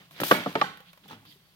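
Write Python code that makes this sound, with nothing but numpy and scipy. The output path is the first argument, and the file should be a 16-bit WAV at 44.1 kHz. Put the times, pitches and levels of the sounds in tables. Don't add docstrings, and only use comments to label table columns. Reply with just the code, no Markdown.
import sys
import numpy as np
from scipy import signal
from scipy.fft import irfft
from scipy.io import wavfile
from scipy.ndimage import uniform_filter1d

SR = 44100
rng = np.random.default_rng(int(sys.argv[2]) if len(sys.argv) > 2 else 0)


def store_pcm(level_fs):
    pcm = np.round(np.clip(level_fs, -1, 1) * 32767).astype(np.int16)
    wavfile.write(sys.argv[1], SR, np.atleast_2d(pcm).T)


def how_loud(loudness_db):
    steps = np.asarray(loudness_db, float) / 20
    return 10 ** steps


N = 68355

# (frequency [Hz], level [dB], t60 [s])
SHELF = [(160, -5, .12), (197, -2, .1), (255, -4, .07), (292, 0, .08)]
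# (frequency [Hz], likeness [0-1])
LIKENESS = [(40, 1), (150, 0.93), (300, .9), (700, 1), (1400, 0.7), (3000, 0)]


def evened(x):
    return x / np.sqrt(np.mean(x ** 2) + 1e-20)


def read(points, hz):
    f, value = np.transpose(points)
    return np.interp(np.log(hz + 1), np.log(f + 1), value)


def add(mix, s, sound):
    part = mix[..., round(s * SR):][..., :sound.shape[-1]]
    part += sound[..., :part.shape[-1]]


def partly_alike(left, other, hz):
    same = np.clip(read(LIKENESS, hz), 0, 1)[:, None]
    return np.array([left, same * left + np.sqrt(1 - same ** 2) * other])


def noise(colour, patchy_db, size=512):
    frames, hz = 4 * N // size + 5, np.fft.rfftfreq(size, 1 / SR)
    a, b, c, d, patches = rng.standard_normal((frames, len(hz), 5)).T
    patches = uniform_filter1d(patches, size=8, axis=0)
    patches = evened(uniform_filter1d(patches, size=8, axis=1))
    z = partly_alike(a + 1j * b, c + 1j * d, hz)
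    z *= how_loud(read(colour, hz)[:, None] + patchy_db * patches)
    sound = signal.istft(z, nperseg=size, noverlap=3 * size // 4)[1]
    return evened(sound[:, :N])


def ring(modes, lasting=1):
    t, side = np.arange(SR // 4) / SR, np.array([[1], [-1]])
    port_turn = 0.19
    total = 0
    for k, (hz, db, t60) in enumerate(modes):
        sign = (-1) ** (k % 3 // 2)
        level = how_loud(db - 60 * t / (t60 * lasting)) / np.sqrt(lasting)
        turn = side * port_turn * (-1) ** k * np.minimum(hz * t, 1) * min(hz / 1000, 1)
        total = total + sign * level * np.sin(2 * np.pi * hz * t + turn)
    return total


def knocks(contacts, modes, stilled, crackle, lasting):
    out, t = np.zeros((2, N)), np.arange(SR // 20) / SR
    free, shelf = ring(modes, lasting), ring(SHELF)
    still_s, still_db_per_s = stilled
    crack_rise_s, crack_t60_s = 0.00039, 0.017
    crack_shape = np.minimum(t / crack_rise_s, 1) * how_loud(-60 * t / crack_t60_s)
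    for s, db, contact_ms, shelf_db, crack_db in contacts:
        u = t[:200] / (max(contact_ms, .05) / 1000)
        push = np.sin(np.pi * np.minimum(u, 1)) ** 2
        pressed = np.maximum(np.arange(SR // 4) / SR + s - max(still_s, s), 0)
        board = free * how_loud(-abs(still_db_per_s) * pressed)
        body = signal.oaconvolve(board + how_loud(shelf_db) * shelf, push[None] / push.sum())
        add(out, s, how_loud(db - 9.5) * body)
        crack = crackle[:, round(s * SR):][:, :len(t)] * crack_shape
        add(out, s, how_loud(db + crack_db) * crack)
    return signal.sosfilt(signal.butter(2, 110, "high", fs=SR, output="sos"), out)


def book_knocks(crackle, lasting):
    # (frequency [Hz], level [dB], t60 [s])
    pulled_book = [(344, -3, 0.04), (568, 4, 0.028), (780, -0.5, 0.012), (1310, -5.5, 0.033),
                   (1680, -7.5, 0.051), (1900, -8, 0.04), (2920, -14, .025), (3900, -7.5, .03),
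                   (440, -3, 0.024)]
    front_book = [(405, 2.5, 0.068), (487.4, -3, 0.097), (549, -9, 0.21), (715, 2, 0.045), (910, -1.5, .04),
                  (936, -17, 0.12), (1148, 5.5, 0.051), (1295, -4, .05), (1430, -1, 0.089),
                  (1578, 3.5, .05), (1765, -0.5, 0.13), (1923, -9, 0.15), (2970, -16, .04),
                  (2950, -15, .04)]
    back_book = [(321.6, -1, 0.12), (442, -7.5, 0.092), (580, 4, 0.059), (717, 0.5, 0.054),
                 (820, 1.5, 0.032), (1164, 5, 0.039), (1300, 5.5, 0.034), (920, -13, 0.022)]
    inner_book = [(300, -2.5, 0.035), (363.5, -1.5, 0.11), (442.5, -1.5, 0.15), (567, 0, 0.04),
                  (680, 1.5, 0.035), (910, 0, 0.09), (1114, -4, 0.026), (1252, -4.5, 0.058),
                  (1450, 4.5, 0.023), (1805, -2.5, 0.067), (2080, -19, 0.024), (2520, -24, 0.022),
                  (2880, -20, 0.027), (3220, -16, .03)]
    spine = [(480, -8, .05), (600, -1, .06), (730, -7, .04), (842, 5, .12), (1150, 6.5, .12),
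             (1270, -3, .05), (1490, -5, .025), (1700, -10, .04), (2100, -9, .05), (2770, -10, .04),
             (3230, -11, .03), (231, -10, .06)]
    stack = [(108, -2, 0.61), (211, 2.5, 0.084), (290, 2, 0.098), (481, -2, 0.1), (878, 13.5, 0.042),
             (1100, 7.5, 0.028), (1315, 9, 0.045), (1860, -3, 0.051)]
    # (time [s], blow [dB], contact [ms], shelf share [dB], crack [dB])
    pull = [
        (.2008, -22, .2, -4.5, -5.5),
        (.2142, -18.5, .25, -7.5, -24),
        (.2162, -13.5, .8, -1.5, -25.5),
        (.2240, -32.5, .6, -2, -21.5),
        (.2340, -18.5, .16, -5, -2),
        (.2385, -38.5, .3, -4, -21),
    ]
    drop = [
        (.3110, -20, 0.11, -18.5, -17),
        (.3125, -5, 0.25, -32.5, -13),
        (.3145, -10, 0.19, -3, 0),
        (.3185, -13, 0.23, 0.5, -25.5),
        (.3245, -23.5, 0.55, 0, -28),
        (.3400, -21.5, 0.25, -11.5, -24.5),
        (.3445, -32, 0.74, -1.5, -25.5),
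    ]
    settle = [
        (.4600, -21, 0.39, -31, -25.5),
        (.4635, -17, 1.04, -5.5, -32),
        (.4680, -22, 0.71, 4.5, -21.5),
        (.4740, -32.5, 1.6, -2.5, -34),
    ]
    slap = [
        (.5535, -28, 0.44, -1, 5.5),
        (.5550, -14, 0.41, -27.5, -10.5),
        (.5580, -20.5, .8, -26, -9),
        (.5615, -20.5, 1.5, -19, -18),
        (.5690, -28, 1.54, 6.5, -26),
    ]
    lean = [
        (.6130, -23, 0.5, -24, 2),
        (.6149, -15, 0.44, -9, -2),
        (.6184, -19, 0.51, -42, -19),
        (.6211, -23.5, 0.18, -21, -7),
    ]
    fall_back = [
        (1.096, -47, 1.2, 0, -11),
        (1.109, -40.5, 0.26, -3, -22),
        (1.120, -41.5, 1.3, 7, -23),
        (1.129, -42, 0.41, -1.5, -25),
        (1.145, -42, 1.8, -4, -22),
        (1.165, -54, 1.1, 2, -5),
    ]
    # (from time [s], extra decay [dB/s])
    free, drop_stilled, lean_stilled = (2, 0), (.3235, 1300), (.6235, 2200)
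    hits = [(pull, pulled_book, free), (drop, front_book, drop_stilled), (settle, back_book, free),
            (slap, inner_book, free), (lean, spine, lean_stilled), (fall_back, stack, free)]
    return sum(knocks(*hit, crackle, lasting) for hit in hits)


def strokes(rows, release=1.3):
    t, power = np.arange(N) / SR, np.zeros(N)
    for start, length, db, rise in rows:
        u, rise = np.clip((t - start) / length, 0, 1), np.clip(rise, .02, .95)
        fall = np.clip((1 - u) / (1 - rise), 0, 1) ** release
        power += (how_loud(db) * np.minimum(u / rise, 1) * fall) ** 2
    return np.sqrt(power)


def grit(depth_db, size):
    return evened(how_loud(depth_db * evened(uniform_filter1d(rng.standard_normal(N), size))))


def cover_slides(cover):
    # (start [s], length [s], level [dB], rising share [0-1])
    slides = [
        (.2005, 0.029, -33, 0.12),
        (.234, 0.16, -30, 0.015),
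        (.31, 0.021, -27, 0.047),
        (.44, 0.29, -54.5, 0.23),
        (.59, 0.04, -55, 0.2),
        (1.08, 0.013, -53, 0.038),
        (.11, 0.052, -56, 0.19),
        (1.25, 0.13, -59, 0.43),
    ]
    return cover * grit(1.3, size=60) * strokes(slides, release=0.64)


def hand_rubs():
    # (frequency [Hz], level [dB])
    hand = [(150, -6.5), (400, -10), (1000, -11), (2400, -10.5), (4500, -15.5), (6500, -21.5), (9000, -27),
            (16000, -23)]
    # (start [s], length [s], level [dB], rising share [0-1])
    rubs = [
        (-.05, 0.15, -55.5, 0.17),
        (.11, 0.18, -42.5, 0.8),
        (.24, 0.14, -36, 0.64),
        (.33, 0.25, -39.5, 0.075),
        (.57, 0.056, -43, 0.56),
        (1.03, 0.083, -58.5, 0.19),
        (1.075, 0.096, -46, 0.3),
    ]
    return noise(hand, patchy_db=-2.0) * grit(2.1, size=120) * strokes(rubs, release=0.96)


def shelf_rumble():
    # (start [s], length [s], level [dB], rising share [0-1])
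    rumbles = [
        (1.185, 0.16, -63, 0.69),
        (0.34, 0.075, -48.5, .2),
        (0.996, 0.32, -52.5, 0.42),
    ]
    shaken = signal.oaconvolve(rng.standard_normal(N), ring(SHELF)[0])[:N]
    return evened(shaken) * strokes(rumbles, release=3.3)


def squeaks():
    # (start [s], length [s], level [dB], centre [Hz], width [Hz], rising share [0-1])
    slips = [
        (1.252, .085, -65, 4700, 600, .25),
        (1.297, .038, -63, 3300, 450, .6),
        (1.41, .13, -76, 4520, 60, .5),
        (1.08, .016, -62, 3500, 300, .5),
        (.84, .075, -61, 3200, 2400, .6),
        (1.252, .11, -64, 3600, 2400, .05),
        (1.30, .035, -69, 2000, 250, .6),
        (1.075, .02, -66, 12000, 500, .4),
        (1.03, .02, -66, 3300, 500, .5),
    ]
    t, out = np.arange(N) / SR, np.zeros((2, N))
    for s, length, db, hz, width, rise in slips:
        keep = np.exp(-np.pi * width / SR)
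        fuzz = signal.lfilter([1], [1, -2 * keep, keep ** 2], rng.standard_normal((2, 2, N)))
        tone = fuzz[0] * np.cos(2 * np.pi * hz * t) + fuzz[1] * np.sin(2 * np.pi * hz * t)
        out += evened(tone) * strokes([(s, length, db, rise)], release=.5)
    return out


def ticks(bright):
    # (time [s], tap [dB], snap [dB], low pitch [Hz], high pitch [Hz])
    partings = [
        (0.109, -55.5, -52.5, 300, 667),
        (.641, -30.5, -61, 855, 1570),
        (0.772, -56.5, -50, 505, 835),
        (0.804, -49, -52.5, 520, 820),
        (.931, -55, -50, 587, 1100),
        (0.975, -56.5, -55.5, 600, 1015),
        (1.058, -53, -62, 445, 796),
        (1.228, -55.5, -87, 260, 855),
        (1.2518, -61, -55, 504, 1380),
        (1.358, -60.5, -83, 386.4, 402.4),
    ]
    out, t = np.zeros((2, N)), np.arange(SR // 20) / SR
    for s, tap_db, snap_db, low_hz, high_hz in partings:
        add(out, s, how_loud(tap_db) * ring([(low_hz, 0, .05), (high_hz, 0, .05)]))
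        snap = how_loud(snap_db - 60 * t / .035) * np.minimum(t / .0003, 1)
        add(out, s, snap * bright[:, round(s * SR):][:, :len(t)])
    return out


def room(blows, rest):
    # (frequency [Hz], t60 [s])
    decay = [(150, 0.57), (400, 0.27), (1000, 0.43), (2500, 0.52), (6000, 0.38), (14000, 0.36)]
    taps = np.zeros((2, SR // 2))
    at = np.arange(300, SR // 2 - 20, 20)
    at = at + rng.integers(0, 20, (2, len(at)))
    np.put_along_axis(taps, at, rng.choice([-1., 1.], at.shape), 1)
    hz, t, z = signal.stft(taps, SR, nperseg=256)
    z = partly_alike(z[0], z[1], hz)
    tail = signal.istft(z * how_loud(-60 * t / read(decay, hz)[:, None]), SR, nperseg=256)[1]
    x = rest + blows * evened(uniform_filter1d(rng.standard_normal(N), size=50))
    return signal.fftconvolve(x, tail / np.linalg.norm(tail[0]), axes=1)[:, :N]


def room_air():
    # (frequency [Hz], level [dB])
    air = [(30, 18.5), (110, -0.5), (160, 14.5), (230, -11), (800, -11), (3000, -14), (8000, -19),
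           (13500, -14.5)]
    return noise(air, .6, size=2048)


def scene():
    # (frequency [Hz], level [dB])
    crack_colour = [(300, -8), (1000, 11.5), (2500, 5.5), (4500, -5), (8000, -22.5), (13000, -18.5),
                    (16000, -33.5)]
    # (frequency [Hz], level [dB])
    cover_colour = [(150, -3), (600, -17.5), (2400, -5.5), (5000, -3.5), (8000, -5), (12000, 1), (14500, 5),
                    (16500, -15.5)]
    crackle, cover = noise(crack_colour, patchy_db=1.5), noise(cover_colour, patchy_db=0.7)
    books = book_knocks(crackle, 0.91)
    scattered = book_knocks(crackle, .12)
    rest = cover_slides(cover) + hand_rubs() + shelf_rumble()
    rest = rest + how_loud(2.5) * squeaks() + ticks(cover + 1.3 * crackle)
    room_db, air_db = -10.5, -55
    return books + rest + how_loud(room_db) * room(scattered, rest) + how_loud(air_db) * room_air()


def top_cut(x):
    return signal.sosfilt(signal.butter(12, 16810, fs=SR, output="sos"), x)


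def record(dry):
    # (frequency [Hz], level over left [dB])
    right_port = [(700, -0.5), (1400, 2.5), (2300, 2.5), (3400, 8), (4700, 3.5), (6200, -3), (8500, -12.5),
                  (12000, -25.5)]
    lag_samples, low_cut_hz, edge_hz = 8, 135, 16050
    hz = np.fft.rfftfreq(2048, 1 / SR)
    gain = how_loud(read(right_port, hz)) * np.exp(-2j * np.pi * hz * lag_samples / SR)
    port = np.roll(irfft(gain), 1024) * np.hanning(2048)
    pair = np.array([dry[0], signal.oaconvolve(dry[1], port)[1024:][:N]])
    pair = signal.sosfilt(signal.butter(2, low_cut_hz, "high", fs=SR, output="sos"), pair)
    pair = 1.1 * np.tanh(pair / 1.1)
    pair = signal.oaconvolve(pair, signal.firwin(255, edge_hz, fs=SR)[None], "same")
    return top_cut(pair)


dry = scene()
out = record(dry)
store_pcm(out)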